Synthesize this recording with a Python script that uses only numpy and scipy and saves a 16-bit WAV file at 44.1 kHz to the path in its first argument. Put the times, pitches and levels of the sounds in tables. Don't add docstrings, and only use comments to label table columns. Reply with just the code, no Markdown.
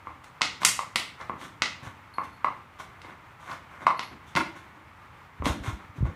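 import sys
import numpy as np
from scipy import signal
from scipy.fft import rfft, irfft
from scipy.io import wavfile

SR = 44100
rng = np.random.default_rng(int(sys.argv[2]) if len(sys.argv) > 2 else 0)


def materialize(psi):
    bounded = np.clip(np.atleast_2d(psi).T, -1, 1)
    quanta = np.round(bounded * 32767).astype(np.int16)
    wavfile.write(sys.argv[1], SR, quanta)


N = 271215

# (frequency [Hz], level [dB], T60 [s])
BOTTLE_MODES = [(200, -6.5, 0.038), (304, 5.5, 0.028), (504, -3.5, 0.05), (1013, -18, 0.065),
                (1100, -1, 0.043), (1178, -4.5, 0.049), (1434, 9, 0.0091), (1755, 0, 0.012),
                (2075, -0.5, 0.018), (2407, -23, 0.004)]
# (lowest mode [Hz], highest mode [Hz])
BOTTLE_PARTS = [(120, 750), (750, 1400), (1400, 3600)]
# (time [s], belly ring [dB], base thud against the ring [dB],
# wall crack against the ring [dB], decay-rate factor [x])
KNOCKS = [(0.07, -27.5, -18, -14, 1.1), (0.791, -15.5, -27, 7, 1.8), (1.296, -19.5, -13, -15, 2.5),
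          (2.183, -17.5, -19.5, -10, 1.27), (2.445, -10.5, -26, -1.5, 1.33), (2.798, -33.5, -20, 1.5, 0.85),
          (3.049, -40.5, -5.5, -1.5, 1.9), (3.499, -32, -13.5, 7, 1.2), (3.822, -46, 3.5, -3, 1.5),
          (3.867, -3.5, -29, 1.5, 1.3), (5.422, -25.5, -3, -9, 2), (5.465, -18.5, 0, 9, 1.56),
          (6.054, -33.5, -3.5, -1, 1.8)]
# (time [s], shoulder ring [dB], belly ring against the shoulder [dB],
# wall crack against the shoulder [dB], bright snap against the crack [dB])
BITES = [(0.242, -44.5, -2.5, 24, -3), (0.41, -35, 16, 27, -28), (0.417, -11.5, -12.5, 24.1, -54),
         (0.632, -32.5, 12, 31.3, -10), (0.649, -11.5, -19, 27.6, 3), (0.958, -16.5, -3.5, 29.45, -7.5),
         (1.211, -43.5, 2, 25.7, -24), (1.414, -33, -2, 10, -11), (1.62, -11, -8.5, 21.7, -27),
         (3.017, -38, -10, 21.3, -11), (3.514, -41.5, 12, 28.4, -16), (3.993, -22.5, -1.5, 23, -16),
         (4.352, -24, 4.5, 22.2, -29), (4.362, -18, -5.5, 22.9, -13), (5.456, -24.5, 6, 27.9, -7)]
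RATTLE_DELAYS = [.11, .23, .41, .67]
# (start [s], length [s], body level [dB],
# base rumble against the body [dB], hiss against the body [dB])
SCUFFS = [(0.235, 0.018, -37.5, -20, -5.5), (0.602, 0.058, -36, -8.5, -9.5),
          (1.175, 0.068, -41, -15.5, -16.5), (1.372, 0.11, -47, -3, -6.5), (1.821, 0.081, -46.5, -5.5, -10),
          (2.225, 0.046, -43, -16, -12.5), (2.783, 0.051, -43, -11, -7.5),
          (3.019, 0.12, -48.5, -7.5, -19.5), (3.39, 0.1, -52.5, -14, -11.5), (3.45, 0.11, -40.5, -12, -14),
          (3.699, 0.1, -48.5, -9.5, -22.5), (3.788, 0.071, -42, -4.5, -18.5),
          (4.11, 0.026, -35.5, 5, -25.5), (4.258, 0.073, -67.5, -10, 5.5), (4.357, 0.033, -19.5, -7, -13.5),
          (4.549, 0.059, -48.5, -16, -10.5), (4.74, 0.059, -57, -0.5, -16),
          (5.435, 0.076, -30.5, -6.5, -10), (5.625, 0.098, -40, -4.5, -10),
          (5.789, 0.031, -41.5, -20, -27.5), (5.951, 0.056, -53.5, 5.5, -10),
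          (6.041, 0.061, -47.5, 6.5, -16)]
# (frequency [Hz], density [dB per Hz])
HISS_SPECTRUM = [(1180, -29), (2000, -26), (2440, -12), (3530, -2.5), (4860, -16.5), (5980, -9.5),
                 (13300, -23.5), (15700, -29)]
# (time [s], level [dB])
TINKS = [(2.139, -51.5), (2.195, -62), (2.244, -66), (2.299, -68), (2.33, -63.5), (3.974, -51),
         (4.029, -49.5)]
# (frequency [Hz], level [dB], T60 [s])
TAG_MODES = [(4300, 0, .14), (4345, -3, .14), (10400, -6, .2), (11350, -6, .2)]
# (frequency [Hz], T60 [s])
ROOM_T60 = [(200, 0.67), (600, 0.42), (1100, 0.31), (2000, 0.41), (3700, 0.4), (9700, 0.33)]
# (time [s], level before the band-pass [dB], frequency [Hz])
BUMPS = [(0.955, -31, 225), (1.826, -36, 126), (1.868, -30.5, 107.4), (3.858, -35, 195), (4.354, -23, 180),
         (4.396, -26, 250), (5.4, -21, 75.4), (5.438, -21, 60.4), (5.497, -15.5, 71), (5.599, -26, 63.14),
         (5.678, -19, 109), (5.727, -21.5, 60), (5.893, -36.5, 97), (5.982, -28, 137), (6.006, -14.5, 80),
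         (6.026, -11, 122), (6.037, -12, 63.2), (6.08, -21.5, 88)]
# (frequency [Hz], density [dB per Hz])
AIR_SPECTRUM = [(15, -49.5), (25, -14.5), (91, 3), (221, -8.5), (281, -9.5), (445, -13), (703, -11.5),
                (848, -5.5), (1200, -4), (1620, -10), (2170, -10.5), (2560, -16), (4870, -30.5),
                (12800, -40), (15500, -36)]

KNOCK_SHOULDER_DB, KNOCK_SNAP_DB = -8, -10
BITE_BASE_DB = -20
KNOCK_PITCH, BITE_PITCH = 0.97, 0.94
JAW_DAMPING = 2
CONTACT_S = 0.00033
CREASES, CREASE_SPAN_S, CREASE_DB = 6, 0.022, -13
MODE_SPREAD_DB, CREASE_SPREAD_DB = 1.5, 2.5
RATTLE_SMEAR = 0.55
SWELL_S, FADE_S, SWELL_CURVE = 0.016, 0.03, 1.1
CATCHES_PER_S = 450
SETTLE_S, NUDGE_S = 0.12, 0.03
ROOM_DB, ROOM_RISE_S = -3, 0.0035
ECHO_S, ECHO_DB, ECHO_SPREAD_S = 0.039, 4, 0.005
BUMP_T60_S = 0.082
AIR_DB = -51
CUTOFF_HZ = 16300


def blows():
    rows = all_blows()
    out = np.zeros(N + SR)
    ring_length = SR // 4
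    t = np.arange(ring_length) / SR
    build_up = 1 - np.exp(-t / CONTACT_S)
    luck = rng.standard_normal((len(rows), len(BOTTLE_MODES)))
    for (start, *levels_db, pitch, damping), chances in zip(rows, luck):
        at = int(start * SR)
        for (low, high), part_db in zip(BOTTLE_PARTS, levels_db):
            rings = np.zeros(ring_length)
            for (hz, mode_db, t60), chance in zip(part(low, high, pitch), chances):
                decaying_db = mode_db + MODE_SPREAD_DB * chance - 60 * damping * t / t60
                rings += from_db(decaying_db) * np.sin(2 * np.pi * hz * t)
            narrow = band(rings * build_up, 0.63 * low, 1.07 * high)
            out[at:at + ring_length] += from_db(part_db) * narrow
    times, wall_db, snap_db = rows.T[[0, 4, 5]]
    wall = band(band(crack(times, wall_db), 1600, 5170), 1200, 9000)
    snap = band(crack(times, snap_db), 4100, 8800)
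    return out[:N] + wall + snap


def all_blows():
    knocks = [(s, db + thud, db, db + KNOCK_SHOULDER_DB,
               db + wall, db + wall + KNOCK_SNAP_DB, KNOCK_PITCH, damping)
              for s, db, thud, wall, damping in KNOCKS]
    bites = [(s, db + BITE_BASE_DB, db + belly, db,
              db + wall, db + wall + snap, BITE_PITCH, JAW_DAMPING)
             for s, db, belly, wall, snap in BITES]
    return np.array(sorted(knocks + bites))


def part(low_hz, high_hz, pitch=1):
    return [(hz * pitch, db, t60) for hz, db, t60 in BOTTLE_MODES if low_hz < hz < high_hz]


def crack(times, levels_db):
    out = np.zeros(N)
    late = rng.random((len(times), CREASES))
    luck = rng.standard_normal((len(times), CREASES))
    creases_db = levels_db[:, None] + CREASE_DB * (1 + late) + CREASE_SPREAD_DB * luck
    crease_at = ((times[:, None] + CREASE_SPAN_S * late) * SR).astype(int)
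    out[crease_at] = from_db(creases_db) * np.sign(luck)
    out[(times * SR).astype(int)] = from_db(levels_db)
    for ms in RATTLE_DELAYS:
        loop = np.r_[1, np.zeros(int(ms * SR / 1000) - 1), RATTLE_SMEAR]
        out = signal.lfilter(loop[::-1], loop, out + 1e-18)
    return out


def scuffs():
    t = np.arange(N) / SR
    gains = np.zeros((3, N))
    struck = all_blows()[:, 0]
    for start, length, db, base_db, hiss_db in SCUFFS:
        swell = max([SWELL_S, *(struck[struck < start + length - FADE_S] - start)])
        rise = np.clip((t - start) / swell, 0, 1) ** SWELL_CURVE
        fade = np.clip((start + length - t) / FADE_S, 0, 1)
        levels_db = [db + base_db, db, db + hiss_db]
        gains += from_db(levels_db)[:, None] * rise * fade
    sizes = from_db(3.5 * np.minimum(rng.exponential(1, N), 3.5))
    signed_sizes = sizes * rng.choice([-1, 1], N)
    catches = signed_sizes * (rng.random(N) < CATCHES_PER_S / SR)
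    base = rms_one(band(shaken(catches, 120, 750), 84, 570))
    body = rms_one(band(shaken(catches, 750, 3600), 321, 3200))
    grit = rng.standard_normal(N) + 0.091 * rms_one(catches)
    hiss = coloured(grit, HISS_SPECTRUM)
    return gains[0] * base + gains[1] * body + gains[2] * hiss


def shaken(catches, low_hz, high_hz):
    return sum(from_db(db) * ring(catches, hz, t60) for hz, db, t60 in part(low_hz, high_hz))


def collar_tag():
    times, levels_db = np.transpose(TINKS)
    return band(strike(times, levels_db, TAG_MODES, scatter_db=1.0), 3100, 10000)


def room(x):
    struck = all_blows()[:, 0]
    moves = struck[1:][np.diff(struck) > SETTLE_S] - NUDGE_S
    cuts = [0, *(moves * SR).astype(int), N]
    out = np.zeros(N + SR)
    for start, stop in zip(cuts, cuts[1:]):
        wet = signal.fftconvolve(x[start:stop], reflections())
        out[start:start + len(wet)] += wet
    return from_db(ROOM_DB) * out[:N]


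def reflections():
    t = np.arange(SR // 2) / SR
    edges = 40 * 2 ** np.arange(0, 9, 0.5)
    white = rng.standard_normal((2, len(t)))
    tail = np.zeros(len(t))
    for k, (low, high) in enumerate(zip(edges, edges[1:])):
        dying = from_db(-60 * t / at_hz(ROOM_T60, np.sqrt(low * high)))
        tail += band(white[k % 2], low, high) * dying
    rise = 1 - np.exp(-(t / ROOM_RISE_S) ** 2)
    echo = from_db(ECHO_DB * np.exp(-((t - ECHO_S) / ECHO_SPREAD_S) ** 2))
    tail *= rise * echo
    return tail / np.sqrt(np.sum(tail ** 2))


def bumps():
    out = sum(strike([s], db, [(hz, 0, BUMP_T60_S)], scatter_db=0) for s, db, hz in BUMPS)
    return band(out, 40, 640)


def room_tone():
    waver = coloured(rng.standard_normal(N), [(1, 0), (6, 0), (30, -30), (100, -80)])
    return from_db(AIR_DB + 0.8 * waver) * coloured(rng.standard_normal(N), AIR_SPECTRUM)


def strike(times, levels_db, modes, scatter_db):
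    at = (np.asarray(times) * SR).astype(int)
    out = np.zeros(N)
    luck = rng.standard_normal((len(at), len(modes)))
    for k, (hz, db, t60) in enumerate(modes):
        clicks = np.zeros(N)
        clicks[at] = from_db(levels_db + db + scatter_db * luck[:, k])
        out += ring(clicks, hz, t60)
    return out


def ring(clicks, hz, t60):
    r = from_db(-60 / (t60 * SR))
    w = 2 * np.pi * hz / SR
    return signal.lfilter([0, np.sin(w)], [1, -2 * r * np.cos(w), r * r], clicks + 1e-18)


def coloured(x, spectrum):
    hz = np.maximum(np.fft.rfftfreq(len(x), 1 / SR), 1)
    return rms_one(irfft(rfft(x) * from_db(at_hz(spectrum, hz)), len(x)))


def band(x, low_hz, high_hz):
    sos = signal.butter(2, [low_hz, min(high_hz, 18000)], "band", fs=SR, output="sos")
    return signal.sosfilt(sos, x)


def at_hz(points, hz):
    table = np.array(points)
    return np.interp(np.log(hz), np.log(table[:, 0]), table[:, 1])


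def from_db(db):
    return 10 ** (np.asarray(db) / 20)


def rms_one(x):
    return x / np.sqrt(np.mean(x ** 2) + 1e-20)


def scene():
    far = blows() + scuffs() + collar_tag()
    return (far + room(far) + bumps() + room_tone())[None]


def record(dry):
    lean = signal.sosfilt(signal.butter(2, 45, "high", fs=SR, output="sos"), dry)
    rounded = np.tanh(lean)
    return signal.sosfilt(signal.cheby2(14, 70, CUTOFF_HZ, fs=SR, output="sos"), rounded)


dry = scene()
out = record(dry)
materialize(out)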